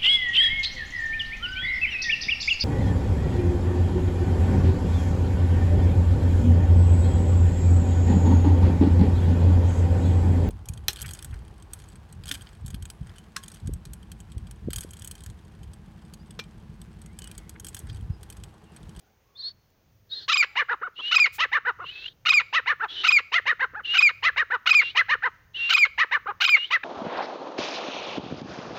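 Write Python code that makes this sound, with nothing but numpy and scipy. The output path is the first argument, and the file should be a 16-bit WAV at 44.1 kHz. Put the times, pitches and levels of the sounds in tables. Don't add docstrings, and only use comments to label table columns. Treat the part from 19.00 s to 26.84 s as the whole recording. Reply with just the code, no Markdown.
import sys
import numpy as np
from scipy import signal
from scipy.fft import rfft, irfft, next_fast_len
from scipy.io import wavfile
from scipy.ndimage import uniform_filter1d

SR = 44100
rng = np.random.default_rng(int(sys.argv[2]) if len(sys.argv) > 2 else 0)


def wav_out(sig):
    wavfile.write(sys.argv[1], SR, np.round(np.clip(np.atleast_2d(sig).T, -1, 1) * 32767).astype(np.int16))


def volts_from_decibels(level):
    exponent = np.asarray(level, float) / 20
    return 10 ** exponent


N = 345744


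def band(x, lo_hz, hi_hz, order=2):
    return signal.sosfilt(signal.butter(order, [lo_hz, min(hi_hz, .45 * SR)], "band", fs=SR, output="sos"), x)


def unit(x):
    return x / np.sqrt(np.mean(x ** 2))


def colour(points, hz):
    point_hz, level_db = np.transpose(points)
    return np.interp(np.log(hz), np.log(point_hz), level_db)


def walk(rate_hz, size=N):
    k = max(int(SR / rate_hz), 2)
    noise = rng.standard_normal(size + k)
    return unit(uniform_filter1d(uniform_filter1d(noise, k), k))[:size]


def add(out, start_s, x):
    i = int(start_s * SR)
    out[i:i + len(x)] += x[:N - i]


def fade(size, edge_s):
    i = np.arange(size)
    to_edge = np.minimum(i, size - i) / (edge_s * SR)
    return np.sin(np.pi / 2 * np.clip(to_edge, 0, 1)) ** 2


def smooth_path(at, points, values):
    return lambda parts: uniform_filter1d(np.interp(at, points, values), len(at) // parts, mode="nearest")


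def glides(rows, shape):
    share, rise, shape_db = np.transpose(shape)
    return [np.transpose([start_s + share * length_s, from_hz + rise * (to_hz - from_hz), level_db + shape_db])
            for start_s, length_s, from_hz, to_hz, level_db in rows]


def tones(notes, partials, edge_s, shiver, rasp=0.):
    out = np.zeros(N)
    lead = np.argmax(np.array(partials)[:, 1])
    for note in notes:
        point_s, point_hz, point_db = np.transpose(note)
        t = np.arange(max(point_s[0] - edge_s, 0), point_s[-1] + edge_s, 1 / SR)
        wobble = walk(400., size=12000)[:len(t)]
        flutter = walk(140.0, size=12000)[:len(t)]
        pitch_hz = smooth_path(t, point_s, point_hz)(10)
        level_db = smooth_path(t, point_s, point_db)(10)
        phase = np.cumsum(2 * np.pi * pitch_hz * (1 + shiver * wobble) / SR)
        wave = 0
        for i, (multiple, partial_db) in enumerate(partials):
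            waver_db = 0 if i == lead else 2.2 * np.roll(flutter, 90 * i)
            wave = wave + volts_from_decibels(partial_db + waver_db) * np.sin(multiple * phase)
        wave = wave * (1 + rasp * walk(2500., size=12000)[:len(t)])
        swell = fade(len(t), 2 * edge_s) * volts_from_decibels(level_db + 58 * shiver * flutter)
        add(out, t[0], np.sqrt(2) * wave * swell)
    return out


# frequency_hz, level_db
FIELD_COLOUR = [(25, -15), (45, -6.5), (100, -3), (160, -10), (250, -18), (500, -17.5), (1200, -26),
                (2500, -28.5), (4000, -32.5), (6500, -30), (7600, -45.5), (13500, -39.5), (15200, -39.5),
                (16500, -49)]
# time_s, level_db
GUSTS = [(0.0, -71), (0.89, -64), (2.289, -71.5), (2.31, -62.5), (4.319, -64), (4.929, -59.5),
         (4.979, -78.5), (5.22, -59), (5.68, -64), (6.66, -59.5), (6.77, -74), (6.99, -56.5), (7.03, -72.5),
         (7.38, -59), (7.401, -74), (7.84, -68)]


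def field():
    gust_s, gust_db = np.transpose(GUSTS)
    gust_db = np.interp(np.arange(N) / SR, gust_s, gust_db - np.mean(gust_db))
    size = next_fast_len(N)
    hz = np.arange(1, size // 2 + 2) * SR / size
    hiss = rfft(rng.standard_normal(size)) * volts_from_decibels(colour(FIELD_COLOUR, hz))
    out = 0
    for centre_hz in 32 * 2 ** np.arange(10):
        share = np.cos(np.pi / 2 * np.clip(np.log2(hz / centre_hz), -1, 1)) ** 2
        bass = np.clip(250 / centre_hz - .6, 0, 1)
        flicker_db = (1.2 + 1.5 * bass) * walk(7.)
        out = out + irfft(hiss * share, size)[:N] * volts_from_decibels(flicker_db + gust_db * bass)
    return volts_from_decibels(-62) * unit(out)


# start_s, length_s, from_hz, to_hz, level_db
FAR_FOWL_NOTES = [
    (0, 0.14, 778, 798, -72),
    (.03, 0.064, 1480, 1450, -70),
    (.26, 0.25, 1124, 1086, -69),
    (1.45, 0.18, 850, 847, -64),
]
# note_share, rise_share, level_db
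CHIRP_SHAPE = [(0, 0.063, -7.5), (0.601, 0.45, -2.5), (0.999, 0.88, -5)]


def far_fowl():
    return tones(glides(FAR_FOWL_NOTES, CHIRP_SHAPE), [(0.99, 0.034)], edge_s=.01, shiver=0.05)


# start_s, length_s, level_db, low_edge_hz
RUSTLE_BURSTS = [
    (0.703, 0.0042, -69.5, 294),
    (2.315, 0.085, -47.5, 2420),
]


def rustles():
    out = np.zeros(N)
    for start_s, length_s, level_db, low_hz in RUSTLE_BURSTS:
        share = np.arange(int(length_s * SR)) / (length_s * SR)
        burst = unit(band(rng.standard_normal(6000), low_hz, 13000.0, order=1))[:len(share)]
        add(out, start_s, volts_from_decibels(level_db) * burst * np.sin(np.pi * share ** 0.85) ** 2.9)
    return out


# start_s, length_s, early_db, late_db, centre_hz
AIR_RUSHES = [
    (0.353, 0.17, -59, -46, 4180),
    (1.091, 0.18, -47, -43.5, 4010),
    (1.939, 0.18, -58, -38, 3590),
    (2.831, 0.3, -50.5, -44.5, 3680),
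    (3.879, 0.18, -40.5, -34, 3480),
    (4.839, 0.12, -45, -40, 3550),
    (5.77, 0.17, -44.5, -42.5, 3640),
    (6.535, 0.22, -41.5, -42.5, 3470),
    (7.513, 0.21, -52.5, -47, 3520),
]
# frequency_hz, width_hz, level_db
AIR_RESONANCES = [(390, 140, -22), (890, 1200, -22), (1690, 390, -15.5), (5560, 890, -24)]


def mate_breath():
    out = np.zeros(N)
    rest = 0
    for hz, width_hz, level_db in AIR_RESONANCES:
        mode = band(rng.standard_normal(N), hz - width_hz / 2, hz + width_hz / 2)
        rest = rest + volts_from_decibels(level_db) * unit(mode)
    for start_s, length_s, early_db, late_db, hz in AIR_RUSHES:
        n = int(length_s * SR)
        rush = unit(band(rng.standard_normal(16000), 0.83 * hz, 1.148 * hz, order=3))[:n]
        rush = rush + rest[int(start_s * SR):][:n]
        swell_db = [early_db - 20.0, early_db, late_db, late_db - 19.5]
        add(out, start_s, rush * volts_from_decibels(np.interp(np.arange(n) / n, [0, .15, .8, 1], swell_db)))
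    return out


# start_s, length_s, from_hz, to_hz, level_db
UPSWEEPS = [(1.96, 0.015, 2690, 3250, -41.5), (1.977, 0.028, 2780, 3147, -32.5),
            (1.999, 0.013, 3165, 3410, -33), (2.824, 0.012, 2600, 2827, -50),
            (2.84, 0.029, 2680, 3275, -40.5), (4.835, 0.012, 2920, 3294, -44),
            (4.847, 0.018, 2730, 3145, -26.5), (5.892, 0.02, 2787, 3120, -34),
            (6.545, 0.03, 2746, 3225, -29.5), (7.629, 0.03, 2870, 3159, -27.5)]
# start_s, length_s, from_hz, to_hz, level_db
HELD_TONES = [(2.013, 0.11, 2677, 2993, -27.5), (3.945, 0.078, 2988, 3033, -31.5),
              (4.868, 0.11, 2714, 2935, -22.5), (5.8, .094, 2772, 2780, -28.5),
              (6.57, .13, 2726, 2782, -23.5), (7.53, 0.12, 2720, 2880, -28.5)]
# start_s, length_s, from_hz, to_hz, level_db
HIGH_UPSWEEPS = [(.371, .017, 4160, 4710, -45), (.387, .033, 4085, 4725, -34),
                 (.355, .021, 3455, 3855, -45), (1.101, .019, 4210, 4440, -43),
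                 (.499, .019, 4570, 4470, -43)]
# start_s, length_s, from_hz, to_hz, level_db
HIGH_HELD_TONES = [(.422, 0.07, 4040, 4480, -31), (1.133, 0.066, 4260, 4200, -35.5),
                   (1.21, 0.048, 4250, 4380, -46), (.392, 0.079, 3750, 3720, -46.5),
                   (.455, 0.036, 3740, 3800, -48), (1.113, 0.031, 3740, 3910, -29),
                   (1.14, .07, 3840, 3700, -44)]
# start_s, length_s, from_hz, to_hz, level_db
FAINT_PEEPS = [
    (2.86, 0.057, 2628, 3220, -38),
    (2.91, 0.125, 2540, 2700, -42),
    (3.042, 0.045, 2715, 3240, -31.5),
    (3.885, 0.066, 3337, 3490, -40.5),
]
# note_share, rise_share, level_db
HOLD_SHAPE = [(0, 0.081, -13.5), (.3, 0.45, -3), (.65, 0.8, -1), (1, 1, -4)]


def mate():
    peeps = glides(UPSWEEPS, CHIRP_SHAPE) + glides(HELD_TONES, HOLD_SHAPE)
    high = glides(HIGH_UPSWEEPS, CHIRP_SHAPE) + glides(HIGH_HELD_TONES, HOLD_SHAPE)
    out = tones(peeps, [(1, 0.0), (2, -39.5)], edge_s=0.0044, shiver=0.0045, rasp=0.17)
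    out = out + tones(high, [(0.99, 0.029)], edge_s=0.0094, shiver=0.0084)
    faint = tones(glides(FAINT_PEEPS, CHIRP_SHAPE), [(1, 0)], edge_s=.005, shiver=.007, rasp=.3)
    return out + faint * np.abs(1 + .7 * walk(110.)) + mate_breath()


# frequency_hz, level_db
TRACT_COLOUR = [(250, -28.5), (480, -2), (620, -22.5), (900, 0.5), (1300, 0.5), (2500, -4), (4000, -11.5),
                (5600, -8.5), (7300, -12.5), (8300, -30.5), (13000, -11), (15000, -8), (16500, -39.5)]
# frequency_hz, width_hz, level_db
PIPE_RESONANCES = [(1324.7, 185, 7), (1819, 270, 6), (2861, 190, 6.5), (3707.4, 160, 9), (4125, 330, 9.5),
                   (5120, 110, 6), (6300, 430, 5.5)]


def croaks(notes, shape):
    out = np.zeros(N)
    points, *moves = np.transpose(shape)
    grid_hz = np.geomspace(50, SR / 2, 600)
    body_db = colour(TRACT_COLOUR, grid_hz)
    for hz, width_hz, level_db in PIPE_RESONANCES:
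        body_db = body_db + level_db * np.exp(-((grid_hz - hz) / width_hz) ** 2)
    for start_s, length_s, top_hz, level_db, beak_hz, odd_db, swell_db, hoarse, *arch in notes:
        split, lean = arch or (-1, 1)
        wobble, drift = walk(470.0, size=6000), walk(170.0, size=6000)
        flutter = [walk(400., size=6000) for _ in range(5)]
        at = np.arange(points[0] * length_s * SR, points[-1] * length_s * SR) / SR / length_s
        n = len(at)
        leaned = np.sign(at) * np.abs(at) ** lean
        ratio, shape_db, beak, rough = (smooth_path(leaned, points, move)(8) for move in moves)
        pitch_hz = top_hz * ratio
        rough = rough * max(hoarse, 0)
        catch_db = 3.5 * np.clip((660 - top_hz) / 100, 0, 1)
        shape_db = shape_db + swell_db * (at - .5) - catch_db * np.exp(-((at - split) / 0.12) ** 2)
        jitter = .07 * rough ** 2 * wobble[:n] + .008 * drift[:n]
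        phase = np.cumsum(2 * np.pi * pitch_hz * (1 + jitter) / SR)
        tilt = 0.43 * np.minimum(level_db + shape_db + 17, 0)
        odd = volts_from_decibels(odd_db - 22 * np.clip((split - at) / 0.064, 0, 1))
        beak_now_hz = beak_hz * beak
        hidden_hz = np.maximum(1.734 * beak_now_hz, 2850)
        note = 0
        for half in range(1, 48):
            k = half / 2
            hz = k * pitch_hz
            tone_db = np.interp(hz, grid_hz, body_db) + tilt * np.log2(hz / 1300)
            tone_db = tone_db - 22 * np.maximum(np.log2(hz / hidden_hz), 0)
            tone_db = tone_db + 13.5 * np.exp(-(np.log(hz / beak_now_hz) / 0.27) ** 2)
            shake = np.minimum(rough * (0.35 + 0.3 * k), 1.6) * flutter[half % 5][:n]
            if half % 2:
                size = 0.55 * shake
            else:
                size = (1 + 0.67 * shake) * (odd if half % 4 == 2 else 1)
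            note = note + size * volts_from_decibels(tone_db) * (hz < .4 * SR) * np.sin(k * phase + .4 * k * k)
        loud = np.sqrt(uniform_filter1d(note ** 2, n // 3) + 1e-12)
        note = unit(note / loud * volts_from_decibels(shape_db) * fade(n, 0.003))
        add(out, start_s + points[0] * length_s, volts_from_decibels(level_db) * note)
    return out


# frequency_hz, level_db
CRACK_RESONANCES = [(1500, -14.5), (2350, -1.5), (3050, -1), (3800, -9)]


def cracks(times_s, levels_db):
    out, t = np.zeros(N), np.arange(-300, 300) / SR
    lead_s, width_s = .0035, .0018
    for i, (start_s, level_db) in enumerate(zip(times_s, levels_db)):
        ring = 0
        for k, (hz, mode_db) in enumerate(CRACK_RESONANCES):
            ring = ring + volts_from_decibels(mode_db) * np.sin(2 * np.pi * hz * t + i * k)
        add(out, start_s - lead_s + t[0], volts_from_decibels(level_db) * ring * np.exp(-.5 * (t / width_s) ** 2))
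    return out


# multiple, level_db
WHISTLE_OVERTONES = [(1.5, -35), (2, -15), (3, -26), (4, -50), (5, -53), (6, -48)]


def whistles(starts_s, lengths_s, glide, strength_db, usual_s):
    points, glide_hz, edge_db = np.transpose(glide)
    at = np.linspace(points[0], points[-1], num=24)
    slide_hz = np.interp(at, points, glide_hz) - glide_hz[0]

    def paths(levels_db):
        return [np.transpose([start_s + at * length_s,
                              glide_hz[0] + slide_hz * length_s / usual_s,
                              np.interp(at, points, edge_db) + level_db])
                for start_s, length_s, level_db in zip(starts_s, lengths_s, levels_db)]

    lead = tones(paths(strength_db(at)), [(1, 1)], edge_s=.0015, shiver=0.0023, rasp=0.03)
    steady_db = -12.5 - 0.92 * starts_s
    return lead + tones(paths(steady_db), WHISTLE_OVERTONES, edge_s=.002, shiver=0.003, rasp=0.068)


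# start_s, opening_croak_s, short_whistle_and_middle_croak_s, long_whistle_s, opening_pitch_hz
YODEL_CALLS = [
    (1.279, .058, .039, .047, 645),
    (2.109, .051, .04, .054, 707),
    (3.251, .049, .039, .056, 692),
    (4.033, .051, .04, .058, 714),
    (4.935, .049, .042, .061, 744),
    (5.657, .051, .042, .061, 712),
    (6.69, .053, .043, .061, 722),
    (7.402, .054, .041, .063, 752),
]
# note_share, pitch_ratio, level_db, beak_ratio, roughness (0-1)
OPENING_SHAPE = [(0, .75, -5.5, 0.72, 0.66), (.15, .88, 1.5, 1.03, 0.92), (.38, 1, 11.5, 0.88, 0.2),
                 (.6, 1.1, 2.5, 0.97, 0.22), (.82, .88, 10, 0.99, .3), (.95, 0.95, -0.5, 1.5, 0.45),
                 (1.049, 2, -9, 2.3, 1)]
MIDDLE_SHAPE = [(-.1, 1.3, -29.5, 1.2, 0.79), (.15, 1.12, 3, 1.5, 0.51), (.35, 1.01, 5.5, 1.1, 0.17),
                (.7, 1.01, 5, 1.2, 0.51), (.9, 1.33, 5.5, 1.3, 0.46), (1.1, 1.3, -23.5, 2.4, 0.19)]
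ENDING_SHAPE = [(-.05, 1.01, -23.5, 2.1, .5), (.15, .98, 10, 1.02, 0.22), (0.448, .85, 5.5, 1, 0.87),
                (.8, .68, -1, .9, .9), (1.049, 0.72, -18, 2.3, 0.47)]
# level_above_habit_db, beak_ratio, swell_db, roughness_factor
OPENING_MANNERS = [(-1, 1.27, -1, .4), (0.5, 1.13, 2, 0.61), (0, 1.064, 3, 1.1), (-0.5, 1.07, -0.5, 0.99),
                   (-2, 1.03, -1.5, 1.2), (0, 1.05, -2.5, 1.1), (-0.5, 1.09, -1.5, 1.4),
                   (-1.5, 1.13, -5.5, 1.4)]
# whistle_share, pitch_hz, level_db
SHORT_WHISTLE_GLIDE = [(0, 2475, 0.5), (0.198, 2521, -4), (0.501, 2464, 3.5), (0.802, 2512, 1),
                       (.95, 2450, -10), (1.048, 2450, -11)]
LONG_WHISTLE_GLIDE = [(0, 2452, 1.5), (0.22, 2475, -1), (0.48, 2379, -1.5), (0.68, 2376, -1.5),
                      (.87, 2185, -0.5), (0.997, 2132, -11.5)]
# short_db, long_start_db, long_end_db, dip_share, dip_db
WHISTLE_LEVELS = [(-21, -24, -12, 0.95, 3.5), (-15, -16.5, -10.5, 0.7, 17.5), (-15.5, -17, -12, .46, 11.5),
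                  (-14.5, -17.5, -10.5, 0.61, 6), (-14.5, -14.5, -13, 0.99, 2.5), (-14, -14.5, -12, .53, 6),
                  (-16, -21.5, -9, 0.55, 3), (-23, -22, -8.5, .7, 0)]
# first_db, second_db
CRACK_LEVELS = [(-15.5, -18.5), (-23, -28), (-22.5, -20.5), (-24.5, -24), (-18, -26), (-24.5, -19.5),
                (-16, -14.5), (-11.5, -13)]
HALF_PITCH_LEVELS = [-40, -48.5, -35, -46, -45.5, -43.5, -54, -49]


def yodels():
    start_s, opening_s, flip_s, long_s, pitch_hz = np.transpose(YODEL_CALLS)
    short_s, middle_s, ending_s = 0.4 * flip_s, 0.6 * flip_s, .028
    usual_s = .057
    parts_s = [opening_s, short_s, middle_s, long_s]
    short_at, middle_at, long_at, ending_at = start_s + np.cumsum(parts_s, axis=0)

    habit_db = -21.5 + 0.3 * start_s
    opening = [(s, length_s, hz, level_db + more_db, wide * 2600, -4.5, *manner)
               for s, length_s, hz, level_db, (more_db, wide, *manner)
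               in zip(start_s, opening_s, pitch_hz, habit_db, OPENING_MANNERS)]
    # pitch_hz, level_db, beak_hz, odd_partials_db, swell_db, roughness_factor
    middle = [(s, length_s, 540, -25, 2293.5, -23, 0, 1) for s, length_s in zip(middle_at, middle_s)]
    ending = [(s, ending_s, 720, -26.5 - 379 * (length_s - usual_s), 2202, -3.5, 0, 1)
              for s, length_s in zip(ending_at, long_s)]
    out = croaks(opening, OPENING_SHAPE) + croaks(middle, MIDDLE_SHAPE) + croaks(ending, ENDING_SHAPE)

    short_db, first_db, last_db, dip_share, dip_db = np.transpose(WHISTLE_LEVELS)[:, :, None]

    def long_db(at):
        swell_db = (last_db - first_db) * np.clip((at - .22) / .65, 0, 1)
        return first_db + swell_db - dip_db * np.exp(-((at - dip_share) / 0.083) ** 2)

    out = out + whistles(short_at, short_s, SHORT_WHISTLE_GLIDE, lambda at: short_db + 0 * at, np.mean(short_s))
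    out = out + whistles(long_at, long_s, LONG_WHISTLE_GLIDE, long_db, usual_s)
    out = out + cracks(np.transpose([short_at, long_at]).ravel(), np.ravel(CRACK_LEVELS))
    same = np.ones(len(start_s))
    half = np.transpose([long_at + 0.2 * long_s, 0.39 * long_s, 1240 * same, 1130 * same, HALF_PITCH_LEVELS])
    return out + tones(glides(half, CHIRP_SHAPE), [(1, 0.0061)], edge_s=.004, shiver=.012)


# start_s, length_s, top_pitch_hz, level_db
LOUD_CLUCKS = [(1.553, 0.079, 610, -23), (1.684, 0.068, 509, -25.5), (2.381, 0.08, 690, -22.5),
               (2.515, 0.074, 614, -22), (2.648, 0.066, 516.4, -24.5), (3.525, 0.078, 685, -21.5),
               (3.657, 0.079, 624, -22.5), (3.796, 0.069, 464.5, -27), (4.317, 0.083, 731, -21),
               (4.454, 0.079, 653.5, -21.5), (4.593, 0.066, 551, -24), (5.223, 0.08, 707.4, -20.5),
               (5.359, 0.075, 652.3, -21.5), (5.5, 0.069, 521.5, -24.5), (5.948, 0.076, 703, -19),
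               (6.083, 0.075, 640, -21), (6.221, 0.067, 533.6, -24), (6.976, 0.073, 672, -20),
               (7.11, 0.069, 609, -22), (7.702, 0.073, 707.4, -21), (7.83, 0.057, 624, -20)]
# beak_ratio, swell_db, roughness_factor
LOUD_MANNERS = [(1.15, -2, .8), (1, -4.5, 1), (1.15, -1, .8), (1, 1, .8), (1, 0, 0.45), (1.1, 1, .8),
                (1, 1, 0.91), (1, -3, 0.72), (1, 0, 0.88), (1, 2, 0.9), (1, -2, 0.7), (1, 2.5, 1),
                (1, 1, 0.95), (1, -0.5, 0.66), (1, 0.5, 1), (1, 0.5, .8), (1, -5.5, 0.57), (1, -2.5, 0.96),
                (1, -3.5, 0.86), (1.05, 1.5, 1), (1, 3, 1)]
# note_share, odd_partials_above_habit_db, arch_lean (over 1 peaks late)
LOUD_SPLITS = [(0.45, -1, 1.05), (0.36, 10, 0.89), (.32, -9.5, 1.05), (0.42, -2, 1), (0.34, 9.5, 0.92),
               (.3, -8.5, .95), (0.46, -2, 1.1), (.38, 10, 1), (.3, -9, 1), (0.32, -1.5, 1), (.4, 5.5, 1),
               (.35, -8.5, 1.05), (0.31, -1.5, 1), (.45, 8.5, 1), (.35, -7, 1.2), (.35, -2.5, 1),
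               (.4, 4, 1), (0.36, -6.5, 1), (0.35, -2, 1), (0.41, -6, 1), (.4, 3, 1)]
# start_s, length_s, top_pitch_hz, level_db
QUIET_CLUCKS = [
    (1.813, 0.077, 382.7, -31.5),
    (1.985, 0.031, 345.4, -44),
    (2.786, 0.07, 373, -37.5),
    (4.734, .084, 436.4, -36),
    (7.257, 0.068, 423, -29.5),
]
# beak_ratio, odd_partials_db, swell_db, roughness_factor
QUIET_MANNERS = [(1.1, -18.5, -4.5, .35), (0.91, -5.5, 5, 0.59), (0.92, -14, 1.5, 0.95),
                 (1.19, -25, 2, 0.89), (0.9, -7.5, 3, .35)]
# note_share, pitch_ratio, level_db, beak_ratio, roughness (0-1)
LOUD_SHAPE = [(0, .56, -20, 1.1, 1), (0.12, .67, -9, 1.185, 0.5), (.28, .81, 0, 1.25, 0.24),
              (0.421, .92, -1, 1.18, 0.3), (.6, 0.99, 1, 1, 0.33), (.8, .89, -1, 0.83, 0.55),
              (1.02, .66, -14, 0.78, 0.7)]
QUIET_SHAPE = [(0, .5, -17.5, 1.3, .8), (0.151, .64, -5.5, 1.1, 0.32), (0.349, .92, 0.5, 0.93, 0.11),
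               (0.548, 1, -2, 1, 0.05), (.72, .93, -4, 1, .12), (0.881, 0.62, -5.5, 0.96, 0.63),
               (1.001, .5, -29, 1.5, 0.58)]


def clucks():
    loud = []
    for row, (wide, *manner), (split, more_odd_db, lean) in zip(LOUD_CLUCKS, LOUD_MANNERS, LOUD_SPLITS):
        above_hz = row[2] - 600
        beak_hz = wide * (1755 + 3.65 * above_hz)
        odd_db = more_odd_db - 3 + 0.13 * above_hz
        loud.append((*row, beak_hz, odd_db, *manner, split, lean))
    soft = [(*row, wide * 1200, *manner, .46, 1) for row, (wide, *manner) in zip(QUIET_CLUCKS, QUIET_MANNERS)]
    return croaks(loud, LOUD_SHAPE) + croaks(soft, QUIET_SHAPE)


def francolin():
    voice = clucks() + yodels()
    size = next_fast_len(N)
    hz = np.arange(size // 2 + 1) * SR / size
    sheen = irfft(rfft(voice, size) * np.clip(hz / 10500 * 10 - 9, 0, 1), size)[:N]
    turn_db = 1.5 * (np.arange(N) / SR - 4.1)
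    return voice + sheen * (volts_from_decibels(turn_db) - 1)


def scattered_echo(birds):
    t = np.arange(SR // 2) / SR
    far_t60_s, far_delay_s, leaf_db, leaf_t60_s = 0.93, 0.047, 21, 0.12
    far = volts_from_decibels(-60 * t / far_t60_s) * np.clip(t / far_delay_s, 0, 1)
    leaves = volts_from_decibels(leaf_db - 60 * t / leaf_t60_s)
    scatter = band(rng.standard_normal(len(t)), 900.0, 6700.0, order=1) * (far + leaves)
    return volts_from_decibels(-20.5) * signal.fftconvolve(birds, unit(scatter) / np.sqrt(len(t)))[:N]


def bank_echo(near):
    t = np.arange(SR // 2) / SR
    bank = rng.standard_normal(len(t)) * np.exp(-.5 * ((t - .085) / .006) ** 2)
    reflection = signal.fftconvolve(near, bank / np.linalg.norm(bank))[:N]
    return volts_from_decibels(-36) * band(reflection, 900., 5500.)


def scene():
    near, caged = francolin(), mate()
    echoes = scattered_echo(near + volts_from_decibels(-9) * caged) + bank_echo(near)
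    mix = near + caged + echoes + rustles() + field() + far_fowl()
    return mix[None] * fade(N, 0.0012)


def roll_off(x):
    return signal.sosfilt(signal.butter(12, 15950, fs=SR, output="sos"), x)


def record(dry):
    mix = dry + volts_from_decibels(9.0) * band(dry, 14200., 17000.0)
    return roll_off(mix)


dry = scene()
out = record(dry)
wav_out(out)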